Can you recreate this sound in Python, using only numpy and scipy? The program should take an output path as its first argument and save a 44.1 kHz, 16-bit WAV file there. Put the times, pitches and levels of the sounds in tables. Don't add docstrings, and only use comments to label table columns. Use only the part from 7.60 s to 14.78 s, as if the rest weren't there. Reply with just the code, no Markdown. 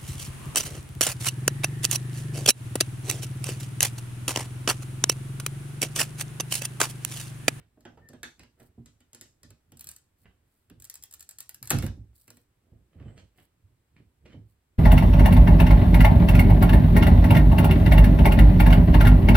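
import sys
import numpy as np
from scipy import signal
from scipy.fft import rfft, irfft, next_fast_len
from scipy.io import wavfile
from scipy.ndimage import map_coordinates

SR = 44100
rng = np.random.default_rng(int(sys.argv[2]) if len(sys.argv) > 2 else 0)


def int16_out(signal):
    q = np.round(np.clip(np.atleast_2d(signal).T, -1, 1) * 32767)
    wavfile.write(sys.argv[1], SR, q.astype(np.int16))


N = 316638
TIME = np.arange(N) / SR
USUAL_DB = -35

# f/Hz, t60/s
ROOM_DECAY = [(100, 0.28), (500, 0.28), (2000, 0.19), (6000, 0.33), (15000, 0.28)]
# f/Hz, coherence (0-1)
COHERENCE = [(100, 1), (300, 0.8), (700, 0.09), (3000, 0.23), (5000, 0.067), (8000, 0.66)]
# f/Hz, phase/rad
PHASE_LEAD = [(0, 0), (1000, .3), (2000, -.3), (3000, -1.4), (4300, -.8), (5000, -1.7), (6000, -3.1),
              (6800, -2.4), (9800, 3.14), (13100, 9.42), (16500, 15.3)]
# f/Hz, level/dB
ROOM_SPECTRUM = [(60, 1.5), (250, -2), (1500, 3), (4000, 1), (7000, -2), (15000, -11)]
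AIR_SPECTRUM = [(20, -10.5), (60, -4.5), (120, -17), (250, -13), (600, -18.5), (2000, -23), (6000, -32),
                (8000, -29), (15000, -32), (16500, -36)]
ARM_SPECTRUM = [(20, -39), (35, -20.5), (50, -4), (70, 3.5), (115, 0.5), (180, -11), (350, -15.5),
                (800, -34.5), (2000, -75.5)]
SKIN_SPECTRUM = [(600, -15), (2500, -18), (4400, 0.5), (6000, -9), (8000, 2), (12000, 3), (15000, 3.5),
                 (16500, -6.5)]
CLOTH_SPECTRUM = [(60, -5), (130, 10), (300, 3), (600, -2), (1000, -12.5), (2000, -6.5), (4000, -10.5),
                  (8000, -6), (15000, -8)]
# f/Hz, level/dB
SNAP_SPECTRUM = [(1500, -36.5), (3000, -16), (5500, -5), (7600, -2.5), (10500, -1), (14500, -2),
                 (16500, -12)]
SHELL_SPECTRUM = [(250, -17.5), (600, -1), (1500, -4.5), (2500, 0.5), (4000, -5), (6500, -8.5),
                  (12000, -44.5)]
# f/Hz, bandwidth/Hz, level/dB
SCRAPE_PEAKS = [(1530, 2200, -4), (3040, 210, 5), (7700, 1500, -38)]
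STUD_PEAKS = [(4250, 1300, -3), (7530, 220, -2), (10550, 830, -10.5), (14000, 370, -4)]
# f/Hz, level/dB, t60/s
DESK_MODES = [(55, -4.5, 0.69), (64, -8, 0.7), (88.7, -1.5, 0.34), (106.2, 5, 0.23), (127, 7.5, 0.11),
              (156, 2, 0.13), (234, -3, 0.21), (251.4, -4, 0.16), (294, -7, 0.22), (345.4, -3.5, 0.091),
              (438, -11, 0.052), (656, -12, .06), (780, -9, 0.028), (930, -9, 0.052)]
BRICK_MODES = [(738, -4, 0.017), (990, -4.5, 0.022), (1080, -6.5, 0.03), (1350, -3, 0.02), (1394, -1, 0.04),
               (1700, 6, .025), (1864, 1.5, 0.036), (2430, -4, 0.023), (2850, -1.5, .02),
               (3025, -3.5, 0.054), (4130, -13.5, .02)]
# ratio to the main ring, level/dB, t60/s
ASSEMBLY_MODES = [(0.798, -7, .025), (.9, 0.5, .025), (1.018, 4.5, .022), (1.12, -1, .025),
                  (1.9, -10.5, 0.046), (2.039, -11, 0.025), (2.16, -8, .035)]
# t/s, level/dB, duration/s
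FINGER_SLIDES = [(1.036, -67.5, 0.094), (2.325, -66.5, 0.059), (2.616, -71, 0.062), (2.964, -78.5, 0.2),
                 (4.248, -48, 0.057), (4.583, -64.5, 0.077), (4.713, -69.5, 0.24), (5.813, -69.5, 0.1),
                 (6.905, -76.5, 0.079)]
# strongest pull t/s, level/dB, duration/s, cutoff f/Hz
DESK_SCRAPES = [(0.005, -61.5, 0.046, 3500), (0.29, -62, 0.077, 1600), (0.407, -66.5, 0.11, 1400),
                (0.81, -66.5, .055, 4530), (1.023, -64.5, 0.085, 1620), (1.63, -68.5, 0.054, 8100),
                (2.674, -66, 0.069, 2920), (5.127, -72.5, 0.21, 700), (5.336, -69, 0.033, 3230),
                (5.402, -66, 0.04, 3040), (5.47, -61, 0.25, 728), (5.476, -64, 0.1, 2930),
                (5.586, -58.5, 0.036, 5770), (5.802, -68.5, 0.084, 3500), (6.38, -65.5, 0.042, 3674),
                (6.664, -56, 0.021, 3980), (6.716, -61.5, 0.04, 3800)]
# t/s, duration/s, f/Hz, level/dB, waver as a share of f
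RUB_SQUEAKS = [(0.407, 0.11, 1805, -59.5, 0.012), (5.415, 0.25, 7940, -76.5, 0.061),
               (5.438, 0.079, 3050, -73, 0.025)]
# t/s, level/dB, centre of the push f/Hz
DESK_BUMPS = [(0.172, -46.5, 313), (0.252, -36, 400), (0.372, -44, 546), (0.498, -41, 294),
              (0.533, -37.5, 380), (1.02, -50.5, 160), (1.177, -31.5, 193), (1.843, -43.5, 162),
              (2.121, -41.5, 219), (2.256, -48.5, 163), (3.108, -37, 141), (4.014, -36, 125),
              (4.109, -21, 480.7), (4.129, -12.5, 231), (4.140, -14.5, 131), (4.161, -12.5, 80.6),
              (4.23, -17.5, 147), (4.285, -28, 96), (4.372, -31.5, 130), (5.118, -38, 122),
              (5.355, -35, 113), (5.399, -30, 129.8), (5.454, -26.5, 100), (6.02, -45, 82.6),
              (6.396, -43, 129), (6.738, -34.5, 196), (6.764, -32.5, 110)]
# t/s, level/dB, main ring f/Hz (lower for a larger piece)
ASSEMBLY_KNOCKS = [(0.252, -44, 1510), (0.531, -51.5, 1680), (0.632, -33, 1620), (0.641, -39, 1653),
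                   (4.1075, -23, 1456), (4.225, -41.5, 1870)]
# t/s, snap level/dB, shell level/dB, cover by the hand (0-1)
BRICK_CLICKS = [(0.205, -58, -65.5, 0.75), (0.251, -57, -43.5, 0.3), (0.372, -75, -57, 0.3),
                (0.487, -44.5, -54, 0.55), (0.532, -55, -55, 0.8), (0.631, -32.5, -34.5, 0.84),
                (0.793, -48, -47, 0.9), (0.832, -57, -48, 0), (0.999, -53, -54, 0.6),
                (1.258, -47.5, -54.5, 0.95), (1.403, -58, -58, 0.7), (1.531, -42.5, -53, 0.74),
                (1.547, -39, -50, .6), (1.611, -35.5, -48.5, 0.81), (1.831, -45, -52.5, 1),
                (1.904, -47, -52.5, 0.06), (2.119, -48, -53, 0.37), (3.098, -51, -50, 0),
                (4.107, -16.5, -17.5, .3), (4.186, -29.5, -33.5, 0.3), (4.224, -37, -33.5, 0.52),
                (4.264, -35, -35, 0), (4.678, -46.5, -49, 0), (4.703, -41, -49, 0), (4.769, -50, -55.5, 0)]
# t/s, level/dB, resonance f/Hz
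STUD_SLIPS = [(2.17, -44.5, 8200), (2.193, -39, 10600), (2.208, -33, 15100), (2.242, -37.5, 14300),
              (2.27, -33.5, 11700), (2.289, -30, 8260), (2.313, -37, 8700), (2.362, -40, 8040),
              (3.199, -44, 8200), (3.221, -39.5, 7800), (3.242, -37.5, 12400), (3.25, -38, 8700),
              (3.298, -30, 5850), (3.34, -35.5, 10700), (3.354, -35, 7800), (3.424, -40, 8050),
              (3.436, -33, 14300), (3.51, -42.5, 8550), (3.524, -41, 8500), (3.537, -35, 7550),
              (3.542, -40, 14700), (3.594, -43, 7750), (3.606, -35.5, 7540), (3.625, -40.5, 7800),
              (3.69, -33, 7760), (3.709, -39, 7600), (3.785, -33.5, 7750), (3.804, -29.5, 7600),
              (3.892, -31, 14200), (3.944, -36, 11700), (4.027, -29.5, 11500), (4.054, -40, 11300),
              (4.073, -31, 7600), (4.096, -30.5, 7600), (4.104, -12.5, 11300)]


def amp(db):
    return 10 ** (np.asarray(db) / 20)


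def unit_rms(x):
    return x / np.sqrt(np.mean(x ** 2) + 1e-20)


def unit_energy(x):
    return x * np.sqrt(SR / 1000 / (np.sum(x ** 2) + 1e-20))


def along(points, hz):
    f, values = np.transpose(points)
    return np.interp(np.log(hz + 1), np.log(f + 1), values)


def wobble(rate):
    return map_coordinates(rng.standard_normal(int(N * rate / SR) + 4), [TIME * rate])


def add(track, s, x):
    part = track[..., max(round(s * SR), 0):][..., :x.shape[-1]]
    part += x[..., :part.shape[-1]]


def noise(spectrum, size, resonances=()):
    hz = np.fft.rfftfreq(size, 1 / SR)
    peaks = 1 + sum(amp(db) / (1 + ((hz - f) / (width / 2)) ** 2) for f, width, db in resonances)
    phases = np.exp(2j * np.pi * rng.random(len(hz)))
    return unit_rms(irfft(amp(along(spectrum, hz)) * peaks * phases, size))


def ringing(modes, t, scatter_db):
    hz, db, t60 = np.transpose(modes)[:, :, None]
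    decays = amp(db + scatter_db * rng.standard_normal(hz.shape) - 60 * t / t60)
    sines = np.sin(2 * np.pi * (hz * t + rng.random(hz.shape)))
    return unit_energy(np.sum(decays * sines, axis=0))


def diffuse(spectrum, size):
    padded = next_fast_len(size, True)
    angle = np.arccos(np.clip(along(COHERENCE, np.fft.rfftfreq(padded, 1 / SR)), 0, 1)) / 2
    pair = rfft([noise(spectrum, padded), noise(spectrum, padded)])
    mid, side = irfft(pair * [np.cos(angle), np.sin(angle)], padded)[:, :size]
    return np.array([mid + side, mid - side])


def room(x, build_s=0.0032):
    hz, t, bands = signal.stft(diffuse(ROOM_SPECTRUM, size=16384), SR, nperseg=256)
    envelope = amp(-60 * t / along(ROOM_DECAY, hz)[:, None]) * (1 - np.exp(-t / build_s))
    tail = signal.istft(bands * envelope, SR, nperseg=256)[1]
    return signal.fftconvolve(x[None], tail / np.linalg.norm(tail[0]), axes=1)


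def add_in_room(track, s, x, room_db):
    add(track, s, x)
    add(track, s, amp(room_db) * room(x))


def room_air(level_db=-76):
    return amp(level_db) * diffuse(AIR_SPECTRUM, N)


def forearms(rest_db=-73, settle_db=-62, settle_growth=0.28, settle_s=0.054, drag_s=0.043, lag_s=0.017):
    swells = [(s + settle_s, settle_db + settle_growth * (db - USUAL_DB), settle_s)
              for s, db, _ in DESK_BUMPS]
    swells += [(s + lag_s, db + 1, drag_s) for s, db, _, _ in DESK_SCRAPES]
    rest_power = amp(rest_db + 1.5 * wobble(12)) ** 2
    swell_power = sum(amp(db) ** 2 * np.exp(-((TIME - s) / width) ** 2) for s, db, width in swells)
    rumble = unit_rms(diffuse(ARM_SPECTRUM, N) * amp(3 * wobble(36)))
    return np.sqrt(rest_power + swell_power) * rumble


def fingers(level_db=-1, grain_db=4):
    strokes = sum(amp(db) * np.exp(-(2 * (TIME - s) / length) ** 4) for s, db, length in FINGER_SLIDES)
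    hiss = unit_rms(diffuse(SKIN_SPECTRUM, N) * amp(grain_db * wobble(400)))
    return amp(level_db) * strokes * hiss


def scrapes(level_db=1, grain_db=7, grain_hz=300, rise_share=0.51):
    out, t = np.zeros((2, N)), np.arange(-8192, 8192) / SR
    for s, db, length, top_hz in DESK_SCRAPES:
        rise, fall = rise_share * length, (1 - rise_share) * length
        colour = [(hz, cloth_db - 10 * np.log10(1 + (hz / top_hz) ** 6))
                  for hz, cloth_db in CLOTH_SPECTRUM]
        catches = amp(grain_db * np.interp(t * grain_hz, np.arange(-200, 200), rng.standard_normal(400)))
        pull = np.exp(-np.where(t < 0, (t / rise) ** 2, np.abs(t / fall) ** 1.4))
        rub = amp(db + level_db) * pull * unit_rms(noise(colour, len(t), SCRAPE_PEAKS) * catches)
        before_zero = max(round(-(s + t[0]) * SR), 0)
        add_in_room(out, s + t[0], rub[before_zero:], room_db=-3)
    return out


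def squeaks(waver_hz=270):
    out = np.zeros((2, N))
    for start, length, pitch_hz, db, waver in RUB_SQUEAKS:
        t = np.arange(int(length * SR)) / SR
        pitch = pitch_hz * (1 + waver * wobble(waver_hz)[:len(t)])
        note = amp(db) * np.sin(np.pi * t / length) * np.sin(2 * np.pi * np.cumsum(pitch) / SR)
        add_in_room(out, start, note, room_db=-5)
    return out


def bumps(rise_cycles=1.2, octaves=0.62, push_db=-1, push_t60=0.055, nudge_db=-38.5, nudge_growth=0.64):
    out, t = np.zeros((2, N)), np.arange(16384) / SR
    nudges = [(s, nudge_db + nudge_growth * (shell_db - USUAL_DB), 280)
              for s, _, shell_db, _ in BRICK_CLICKS]
    for s, db, centre_hz in DESK_BUMPS + nudges:
        modes = [(hz, mode_db - 10 * np.log10(1 + (np.log2(hz / centre_hz) / octaves) ** 4), t60)
                 for hz, mode_db, t60 in DESK_MODES]
        colour = [(centre_hz / 6, -40), (centre_hz / 2, -5), (centre_hz * 1.7, 0),
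                  (centre_hz * 5, -25), (centre_hz * 30, -70), (centre_hz * 100, -100)]
        push = amp(push_db) * unit_energy(noise(colour, len(t)) * amp(-60 * t / push_t60))
        onset = 1 - np.exp(-(t * centre_hz / rise_cycles) ** 2)
        thud = amp(db) * unit_energy((ringing(modes, t, scatter_db=1) + push) * onset)
        add_in_room(out, s, thud, room_db=-6)
    return out


def knocks(rise_s=0.00059):
    out, t = np.zeros((2, N)), np.arange(4096) / SR
    for s, db, main_hz in ASSEMBLY_KNOCKS:
        modes = [(ratio * main_hz, mode_db, t60) for ratio, mode_db, t60 in ASSEMBLY_MODES]
        clack = amp(db) * ringing(modes, t, scatter_db=2) * (1 - np.exp(-t / rise_s))
        add_in_room(out, s, clack, room_db=-2)
    return out


def contact(snap_db, shell_db, stud_hz, usual_slip_s, snap_room_db, shell_room_db, dull_db=0,
            hardening=0.36, tail_db=-25, tail_t60=0.066, crack_db=3, crack_t60=0.03):
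    t = np.arange(2048) / SR
    slip_s = usual_slip_s * amp(-hardening * (max(snap_db, shell_db) - USUAL_DB))
    onset = 1 - np.exp(-(t / (0.2 * slip_s)) ** 2)
    decay = amp(-60 * t / slip_s) + amp(tail_db - 60 * t / tail_t60)
    colour = [(hz, db - dull_db * max(np.log2(hz / 7000), 0)) for hz, db in SNAP_SPECTRUM]
    peaks = STUD_PEAKS + [(stud_hz, 1200, 1.5)]
    brick_size = np.exp(0.07 * rng.standard_normal())
    snap = amp(snap_db) * unit_energy(noise(colour, len(t), peaks) * onset * decay)
    ring = ringing([(hz / brick_size, db, t60) for hz, db, t60 in BRICK_MODES], t, scatter_db=3)
    crack = amp(crack_db) * unit_energy(noise(SHELL_SPECTRUM, len(t)) * amp(-60 * t / crack_t60))
    shell = amp(shell_db) * unit_energy((ring + crack) * onset)
    out = room(amp(snap_room_db) * snap + amp(shell_room_db) * shell)
    add(out, 0, snap + shell * amp([[-1.5], [1.2]]))
    return out


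def clicks(hollow_db=-2):
    out = np.zeros((2, N))
    for s, snap_db, shell_db, cover in BRICK_CLICKS:
        click = contact(snap_db, shell_db + hollow_db, stud_hz=rng.uniform(4000, 14000),
                        usual_slip_s=0.006, snap_room_db=-15 + 10 * cover,
                        shell_room_db=-5 + 6 * cover, dull_db=9 * cover)
        add(out, s, click)
    return out


def prising(hollow_db=-19, loosen_s=0.33, loosen_db=3.5, afterslip_s=(0.0097, 0.022), afterslip_db=-16.5):
    out, release_s = np.zeros((2, N)), STUD_SLIPS[-1][0]
    for s, stud_db, stud_hz in STUD_SLIPS:
        looseness = np.clip(1 - (release_s - s) / loosen_s, 0, 1)
        for delay, drop_db in [(0, 0), (rng.uniform(*afterslip_s), afterslip_db)]:
            snap_db = stud_db + drop_db
            shell_db = snap_db + hollow_db + loosen_db * looseness
            tick = contact(snap_db, shell_db, stud_hz, usual_slip_s=0.0089,
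                           snap_room_db=-12, shell_room_db=-3)
            add(out, s + delay, tick)
    return out


def scene(left_db=-0.7, right_db=2.25):
    desk = (forearms() + scrapes() + bumps() + knocks()) * amp([[left_db], [right_db]])
    return room_air() + fingers() + squeaks() + desk + clicks() + prising()


def record(dry, top_hz=16500):
    padded = next_fast_len(N + SR // 2, True)
    hz = np.fft.rfftfreq(padded, 1 / SR)
    lead = np.interp(hz, *np.transpose(PHASE_LEAD))
    phase_shift = np.exp(0.5j * np.array([lead, -lead]))
    low_pass = 1 / (1 + (hz / top_hz) ** 120)
    return irfft(rfft(dry, padded) * phase_shift * low_pass, padded)[:, :N]


dry = scene()
out = record(dry)
int16_out(out)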